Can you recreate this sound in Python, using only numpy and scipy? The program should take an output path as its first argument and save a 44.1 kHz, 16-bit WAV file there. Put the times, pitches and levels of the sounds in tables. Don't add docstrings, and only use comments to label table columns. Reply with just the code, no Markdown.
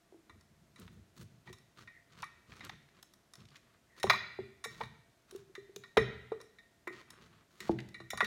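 import sys
import numpy as np
from scipy import signal
from scipy.fft import rfft, irfft, next_fast_len
from scipy.io import wavfile
from scipy.ndimage import uniform_filter1d

SR = 44100
rng = np.random.default_rng(int(sys.argv[2]) if len(sys.argv) > 2 else 0)


def pcm_store(signal):
    levels = np.round(np.clip(np.atleast_2d(signal), -1, 1) * 32767)
    wavfile.write(sys.argv[1], SR, levels.astype(np.int16).T)


N = 364266
TIME = np.arange(N) / SR
AGE = TIME[:SR]

# f/Hz, level/dB, t60/s
GLASS_MODES = [(1030, -5, .1), (1165, -4, .2), (1240, -6, .15), (1390, -10, .17), (1470, -13, .17),
               (1810, -4, .24), (1860, 2, .24), (1900, 1, .22), (1945, 2, .22), (2020, -2, .22),
               (2295, -5, .13), (2470, -10, .12), (2800, -16, .14), (3610, -6, .18), (3740, -3, .26),
               (3915, -3, .14), (3985, -2, .19), (4505, -1, .08), (5250, -10, .12), (5390, -7, .12),
               (5800, -9, .08), (6455, -12, .1), (6870, -13, .12), (7080, -15, .1), (7680, -12, .08),
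               (9470, -4, .06), (12590, -16, .04)]
# f/Hz, level/dB
CRACK_SPECTRUM = [(700, 1.5), (1100, -1), (1500, 1), (1950, 13), (2350, 6.5), (2850, -5.5), (3750, 2),
                  (4800, -10), (5500, -5), (7400, -7.5), (8600, -15.5), (9600, -11.5), (16000, -15.5)]
# t/s, level/dB at 1.5-3 kHz, body/dB re that band, cut-off/Hz, ring/dB
CLINKS = [(0.295, -57.5, -0.5, 4830, 0), (0.7588, -58, -8, 6130, 0.5), (0.8769, -58.5, -2, 3960, -21),
          (1.4731, -52, -10, 2450, -2), (1.5273, -55.5, -3.5, 8800, -10), (1.8735, -50, -13, 2100, -3),
          (2.228, -44, 2, 2700, -11.5), (2.519, -53, -9, 3170, -46), (2.6057, -49, -6, 3030, -18),
          (2.6933, -42.5, -3.5, 3430, -40), (3.556, -56.5, -25, 5460, -29), (3.998, -53, -19, 8000, -4),
          (4.0295, -35, -2.5, 6500, -15.5), (4.067, -43.5, 4, 3500, -10), (4.0971, -20, -2.5, 3400, -14),
          (4.132, -38, -1, 3840, -16), (4.6396, -41, -2, 7150, 5), (4.645, -43, -6.5, 7450, -8),
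          (4.809, -40.5, 0.5, 2800, -14.5), (4.8338, -48, -2, 4100, -16),
          (5.5512, -47.5, -6.5, 5300, -10.5), (5.836, -51, -3, 3540, -6), (5.9703, -26.5, 1, 3720, -10.5),
          (6.3189, -56, 7.5, 3560, -5), (6.4015, -58, 1, 5000, 11.5), (6.5851, -55.5, -18.5, 3870, 4.5),
          (6.8717, -39.5, -3.5, 1867, -7), (7.603, -45.5, -16, 7460, -15.5),
          (7.7869, -43.5, -12, 2660, -22), (7.9428, -45.5, -15.5, 3650, 6), (8.001, -51.5, -1.5, 3670, 13),
          (8.1032, -39, -16, 7600, -12), (8.133, -49, 3, 3700, 11), (8.1735, -42, -2, 7300, -7),
          (8.2047, -25, -1.5, 2750, -10.5), (8.244, -41.5, -20, 6500, -14)]
def clinks(crack_t60=0.029, touch_s=0.0031, hard_blow_db=-22, ring_trim_db=10, trim_db=1.5):
    out = np.zeros(N)
    rise = onset(0.001)
    free_share = 0.18
    grip = rise * (free_share + (1 - free_share) * fade(0.15))
    wall = ringing(GLASS_MODES) * (1 + 2.6 * waver(len(GLASS_MODES), rate_hz=80))
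    for start, db, body_db, cutoff_hz, ring_db in CLINKS:
        grit_times = AGE[::50]
        grit = undb(3 * np.interp(AGE, grit_times, rng.standard_normal(len(grit_times))))
        force = undb(0.64 * (db - hard_blow_db))
        contact = np.minimum(fade(crack_t60) * undb(60 * touch_s * force / crack_t60), 1)
        rattle = force * undb(-21) * fade(0.2)
        crack = peak(crack_noise() * grit * rise * (contact + rattle), 0)
        detune = 1 + 0.009 * rng.uniform(-1, 1)
        ring = np.interp(AGE * detune, AGE, strike(wall))
        sound = crack + peak(ring * grip, ring_db + ring_trim_db)
        add(out, start, set_bands(sound, db + trim_db, contact_tone(body_db, cutoff_hz)))
    return out


def crack_noise(scatter_db=3):
    hz, db = np.transpose(CRACK_SPECTRUM)
    grid_hz = np.geomspace(hz[0], hz[-1], 40)
    spot_db = np.interp(np.log(grid_hz), np.log(hz), db) + scatter_db * rng.standard_normal(len(grid_hz))
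    return colour(rng.standard_normal(SR), np.column_stack([grid_hz, spot_db]))


def contact_tone(body_db, cutoff_hz, fall_db_per_octave=17):
    octaves = np.log2(np.array([2100, 3900, 8000]) / cutoff_hz)
    loss_db = 10 * np.log10(1 + undb(2 * fall_db_per_octave * octaves))
    return np.append(body_db, loss_db[0] - loss_db)


BAND_EDGES = [700, 1500, 3000, 5000, 16000]
def set_bands(sound, db, tone):
    bands = zip(BAND_EDGES, BAND_EDGES[1:], tone)
    return sum(peak(band(sound, lo, hi, order=3), db + tone_db) for lo, hi, tone_db in bands)


# f/Hz, level/dB, t60/s
TABLE_MODES = [(55, -19, .22), (79, -11, .22), (101, -11, .2), (127, -2, .4), (165, -7, .2), (190, -5, .3),
               (222, -5, .22), (255, -7, .15)]
# t/s, level/dB, air note f/Hz, thud/dB and table/dB (both added to the level)
BUMPS = [(0.123, -56.5, 373, -2, -44), (0.143, -55, 331, -3, -35), (1.499, -52, 367, -6.5, -35),
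         (4.041, -30, 378.6, 7.5, -6), (4.388, -36, 378, -3.5, -9), (4.657, -41.5, 463, -1, -8.5),
         (4.807, -37, 474, 3.5, -9), (5.324, -50, 382, -9.5, -28.5), (5.349, -40, 384.7, -28.5, -21.5),
         (5.495, -57.5, 375, -20.5, -10), (5.579, -43.5, 394, -37, -16.5), (5.693, -51, 387, -17, -18),
         (5.763, -43, 409, -10, -10.5), (5.9698, -33, 480, 15, -12), (5.976, -17.5, 435, -27, -13.5),
         (6.3186, -28.5, 438, -7.5, -47), (6.402, -52, 483, -18, -39), (6.873, -42.5, 348.5, -1, -15),
         (6.906, -47, 364, -8, -19), (7.605, -52, 372, -14, -8.5), (7.694, -25.5, 337, 2, -20),
         (8.003, -51, 334, 1.5, -0.5), (8.133, -54, 472, 19.5, 10.5), (8.225, -36, 418, -1, -3.5)]
def bumps(air_trim_db=-0.5, table_trim_db=-5):
    out, table = np.zeros(N), ringing(TABLE_MODES)
    for start, db, hz, thud_db, table_db in BUMPS:
        air_t60 = 0.068 * (400 / hz) ** 4
        blur = 1 + 0.2 * waver(1, rate_hz=70)[0]
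        air = (np.exp(2j * np.pi * hz * AGE) * blur).imag * fade(air_t60) * onset(0.0016)
        boom = strike(table) * onset(0.0076)
        pile_shudder = undb(-27) * rng.standard_normal(SR) * fade(0.081) / 2
        thud = band(signal.unit_impulse(SR) + pile_shudder, 400, 840, order=3)
        add(out, start, peak(air, db + air_trim_db) + peak(thud, db + thud_db))
        add(out, start, peak(boom, db + table_db + table_trim_db))
    return out


# f/Hz, level/dB, t60/s
ROOM_MODES = [(126, 0, .42), (188, -6, .4)]
# t/s, thump/dB, boom/dB
LANDINGS = [(4.041, -35.5, -47.5), (5.974, -33.5, -40.5), (7.696, -27.5, -42)]
def landings(thump_hz=205, bloom_s=0.042):
    out, modes = np.zeros(N), ringing(ROOM_MODES)
    thump = np.sin(2 * np.pi * thump_hz * AGE) * fade(0.051)
    bloom = 1 - np.exp(-(AGE / bloom_s) ** 2)
    for start, thump_db, boom_db in LANDINGS:
        boom = strike(modes, scatter_db=0.5) * bloom
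        add(out, start, peak(thump, thump_db) + peak(boom, boom_db))
    return out


# t/s, level/dB, starting f/Hz
CLACKS = [(0.295, -63, 794), (1.474, -57, 697), (2.228, -40, 803), (4.097, -28, 816), (4.137, -32, 847),
          (4.808, -36.5, 717), (8.207, -28.5, 855)]
def clacks(open_ratio=1.6, open_s=0.01):
    out = np.zeros(N)
    glide = 1 + (open_ratio - 1) * onset(open_s)
    for start, db, hz in CLACKS:
        tone = np.sin(2 * np.pi * np.cumsum(hz * glide) / SR)
        add(out, start, peak(tone * onset(0.046) * fade(0.032), db))
    return out


TICK_TONE = [-4, -4, 3, 2.5]
# t/s, level/dB, ring/dB re the crack
TICKS = [(0.409, -67, 5), (1.5835, -68, 9), (2.2213, -53.5, 2), (2.241, -58, 1), (2.6481, -54, -5),
         (3.027, -56, -6), (3.1364, -61, 1), (3.3352, -55.5, 4), (3.354, -58.5, -5.5),
         (5.3097, -56.5, -7.5), (5.36, -59, -6.5), (5.7609, -49, -18), (6.413, -57, 3),
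         (6.875, -58, -19.5), (7.1037, -53, 2.5), (7.887, -65, 7)]
def ticks():
    out, wall = np.zeros(N), ringing(GLASS_MODES)
    for start, db, ring_db in TICKS:
        ring = peak(strike(wall) * fade(0.026), ring_db)
        crack = peak(crack_noise() * fade(0.015), 0)
        add(out, start, set_bands((ring + crack) * onset(0.0013), db, TICK_TONE))
    return out


# f/Hz, level/dB
SCRAPE_SPECTRUM = [(210, -10.5), (350, 1.5), (548, -7.5), (779, -12), (1040, -0.5), (1200, 2), (1650, -4),
                   (2030, -6), (2420, -7), (4520, -8.5), (4900, -14), (6430, -15.5), (8310, -23.5),
                   (15000, -34.5), (16000, -26.5)]
RUMBLE_SPECTRUM = [(21, -38), (35, -14), (118, 0), (150, 0), (232, -2.5), (280, -20.5), (338, -8.5),
                   (379, -22.5), (419, -11.5), (559, -24.5), (700, -38), (910, -55), (1540, -120)]
# t/s, length/s, scrape/dB, rumble/dB, treble tilt/(dB per octave)
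STROKES = [(0.287, 0.086, -97, -59, 0), (0.494, 0.32, -93, -71, -8), (0.78, 0.048, -57.5, -57, 2.5),
           (0.814, 0.07, -61.5, -62, 3), (0.897, 0.096, -74, -59, 8), (1.157, 0.071, -56, -53, 7),
           (1.278, .08, -94, -68, -7), (1.462, 0.049, -58, -54.5, 2), (1.768, 0.069, -56, -59, 1.5),
           (2.103, 0.066, -62.5, -69, -1), (2.165, 0.052, -53, -55.5, 1), (2.481, 0.13, -58, -58.5, 1.5),
           (2.618, 0.057, -47.5, -56, -4), (2.696, 0.044, -56, -59, -10), (2.94, 0.075, -65, -71.5, -3),
           (3.372, 0.069, -60.5, -58, -2.5), (3.514, 0.064, -60, -78, -3.5), (3.62, 0.15, -71.5, -78, -10),
           (3.965, 0.053, -55.5, -68.5, 3), (4.688, 0.18, -56.5, -60, 3.5), (4.903, .09, -99, -69.5, -6.5),
           (5.29, 0.12, -62.5, -68.5, 3), (6.926, 0.1, -54, -68, -1), (7.08, 0.13, -60.5, -68.5, -16.5),
           (7.212, 0.058, -56.5, -64.5, 0), (7.278, .15, -65.5, -70, -7.5),
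           (7.512, 0.11, -63.5, -77.5, 4.5), (7.61, 0.11, -51, -57, 2)]
def rubbing(grains_per_s=700, snags_per_s=100, tilt_from_hz=3000, scrape_trim_db=-3.5, rumble_trim_db=-1):
    sizes = undb(-np.minimum(rng.exponential(size=N), 3)) * rng.choice([-1, 1], N)
    grains = unit((rng.random(N) < grains_per_s / SR) * sizes)
    snags = undb(-1) * unit((rng.random(N) < snags_per_s / SR) * sizes)
    hiss = undb(-7) * rng.standard_normal(N)
    friction = (grains + snags + hiss) * flicker(depth_db=3, rate_hz=80)
    judder = colour(rng.standard_normal(N) * flicker(depth_db=3, rate_hz=31), RUMBLE_SPECTRUM)
    overrun = 1.2
    out = np.zeros(N)
    for start, length, scrape_db, rumble_db, tilt in STROKES:
        spectrum = [(hz, db + tilt * max(np.log2(hz / tilt_from_hz), 0)) for hz, db in SCRAPE_SPECTRUM]
        scrape = colour(np.roll(friction, -int(start * SR))[:SR], spectrum)
        progress = np.minimum(AGE / (overrun * length), 1)
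        pressure = np.abs(np.sin(np.pi * progress)) ** 0.49
        add(out, start - (overrun - 1) * length / 2, undb(scrape_db + scrape_trim_db) * pressure * scrape)
        shaking = gesture(start, length, attack_s=0.012, release_s=0.01)
        out += undb(rumble_db + rumble_trim_db) * shaking * judder
    return out


# t/s, level/dB, centre f/Hz
CRINKLES = [(0.797, -56, 9000), (1.218, -66, 7500), (1.23, -76, 7000), (1.814, -63, 3500),
            (2.122, -63, 3560), (2.565, -61.5, 5000), (2.7575, -71, 2980), (2.826, -70, 3500),
            (2.847, -73, 2500), (2.887, -63, 1980), (2.968, -69, 3000), (3.404, -58.5, 3500),
            (3.453, -58.5, 3360), (3.486, -59.5, 3200), (3.504, -64, 3500), (3.566, -57, 4300),
            (7.802, -49.5, 3100)]
def crinkles(band_ratio=1.7, trim_db=-2):
    out = np.zeros(N)
    for start, db, hz in CRINKLES:
        snap = rng.standard_normal(SR) * onset(0.0015) * fade(0.016)
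        add(out, start, peak(band(snap, hz / band_ratio, hz * band_ratio), db + trim_db))
    return out


# t/s, length/s, level/dB
SKIN_DRAGS = [(1.914, 0.061, -64), (3.878, .14, -70)]
def glass_singing(cluster_hz=(1780, 2060)):
    drag = sum(undb(db) * gesture(start, length, attack_s=0.046, release_s=0.031)
               for start, length, db in SKIN_DRAGS)
    return unit(band(rng.standard_normal(N), *cluster_hz)) * drag


# f/Hz, t60/s, level/dB
ROOM_DECAY = [(101, 0.75, -0.5), (410, 0.49, -9.5), (910, 0.68, -20.5), (1860, 0.77, -7.5),
              (3850, 0.83, -11), (8250, 0.19, -6.5), (16080, .3, -13.5)]
def room_echoes(direct, first_echo_s=0.0027, build_s=0.004):
    hz, t60, db = np.transpose(ROOM_DECAY)
    response = np.zeros(SR)
    build = 1 - np.exp(-np.maximum(AGE - first_echo_s, 0) / build_s)
    spectrum, bin_hz = rfft(rng.standard_normal(SR)), np.arange(SR // 2 + 1)
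    for lo_hz in 40 * 2 ** np.arange(0, 9, 0.5):
        log_centre = np.log(lo_hz * 2 ** 0.25)
        shape = build * fade(np.interp(log_centre, np.log(hz), t60))
        gain = undb(np.interp(log_centre, np.log(hz), db))
        echoes = irfft(spectrum * ((bin_hz >= lo_hz) & (bin_hz < lo_hz * np.sqrt(2))), SR)
        response += gain * echoes * shape / np.linalg.norm(shape)
    return signal.fftconvolve(direct, response)[:N]


# f/Hz, relative level/dB
HUSH_SPECTRUM = [(18, -9), (30, -3), (189, -1.5), (266, -5), (355, -3.5), (499, -10.5), (684, -6.5),
                 (740, -12), (1910, -14), (2830, -18), (3870, -18.5), (4910, -20), (6550, -20.5),
                 (14800, -29.5), (16000, -37.5)]
def room_tone(hush_db=-70.5, hum_hz=684, hum_db=-86):
    hush = undb(hush_db) * colour(rng.standard_normal(N), HUSH_SPECTRUM)
    return hush + undb(hum_db) * unit(np.sin(2 * np.pi * hum_hz * TIME))


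def undb(db):
    return 10 ** (np.asarray(db) / 20)


def unit(x):
    return x / np.sqrt(np.mean(x ** 2))


def peak(x, db):
    return x * undb(db) / np.sqrt(uniform_filter1d(x ** 2, size=176).max())


def onset(rise_s):
    return 1 - np.exp(-AGE / rise_s)


def fade(t60):
    return np.exp(-np.log(1000) * AGE / t60)


def gesture(start, length, attack_s, release_s):
    swell = np.clip((TIME - start) / attack_s, 0, 1)
    return swell * np.exp(-np.maximum(TIME - start - length, 0) / release_s)


def band(x, lo_hz, hi_hz, order=2):
    return signal.sosfilt(signal.butter(order, [lo_hz, hi_hz], "band", fs=SR, output="sos"), x + 1e-18)


def colour(x, points):
    hz, db = np.transpose(points)
    size = next_fast_len(len(x))
    bin_hz = np.maximum(np.fft.rfftfreq(size, 1 / SR), 1)
    gain = undb(np.interp(np.log(bin_hz), np.log(hz), db))
    return unit(irfft(rfft(x, size) * gain, size)[:len(x)])


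def flicker(depth_db, rate_hz):
    knots = rng.standard_normal(N // 100)
    return undb(depth_db * np.interp(TIME * rate_hz, np.arange(len(knots)), knots))


def waver(count, rate_hz):
    knots = rng.standard_normal((count, 400, 2)) @ np.array([1, 1j]) / np.sqrt(2)
    return np.array([np.interp(AGE * rate_hz, np.arange(len(row)), row) for row in knots])


def ringing(modes):
    return np.array([undb(db) * fade(t60) * np.exp(2j * np.pi * hz * AGE) for hz, db, t60 in modes])


def strike(tones, scatter_db=3):
    strengths = undb(scatter_db * rng.standard_normal(len(tones)))
    phases = np.exp(2j * np.pi * rng.random(len(tones)))
    return ((strengths * phases) @ tones).imag


def add(track, start, sound):
    i = max(int(start * SR), 0)
    track[i:i + len(sound)] += sound[:N - i]


def scene():
    knocks = clinks() + ticks() + clacks() + bumps() + landings()
    direct = knocks + rubbing() + crinkles() + glass_singing()
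    return (direct + room_echoes(direct) + room_tone())[None]


def record(dry, low_cut_hz=38, top_hz=16000):
    thin = signal.sosfilt(signal.butter(3, low_cut_hz, "high", fs=SR, output="sos"), dry)
    return signal.sosfilt(signal.ellip(10, 0.2, 70, top_hz, fs=SR, output="sos"), thin)


dry = scene()
out = record(dry)
pcm_store(out)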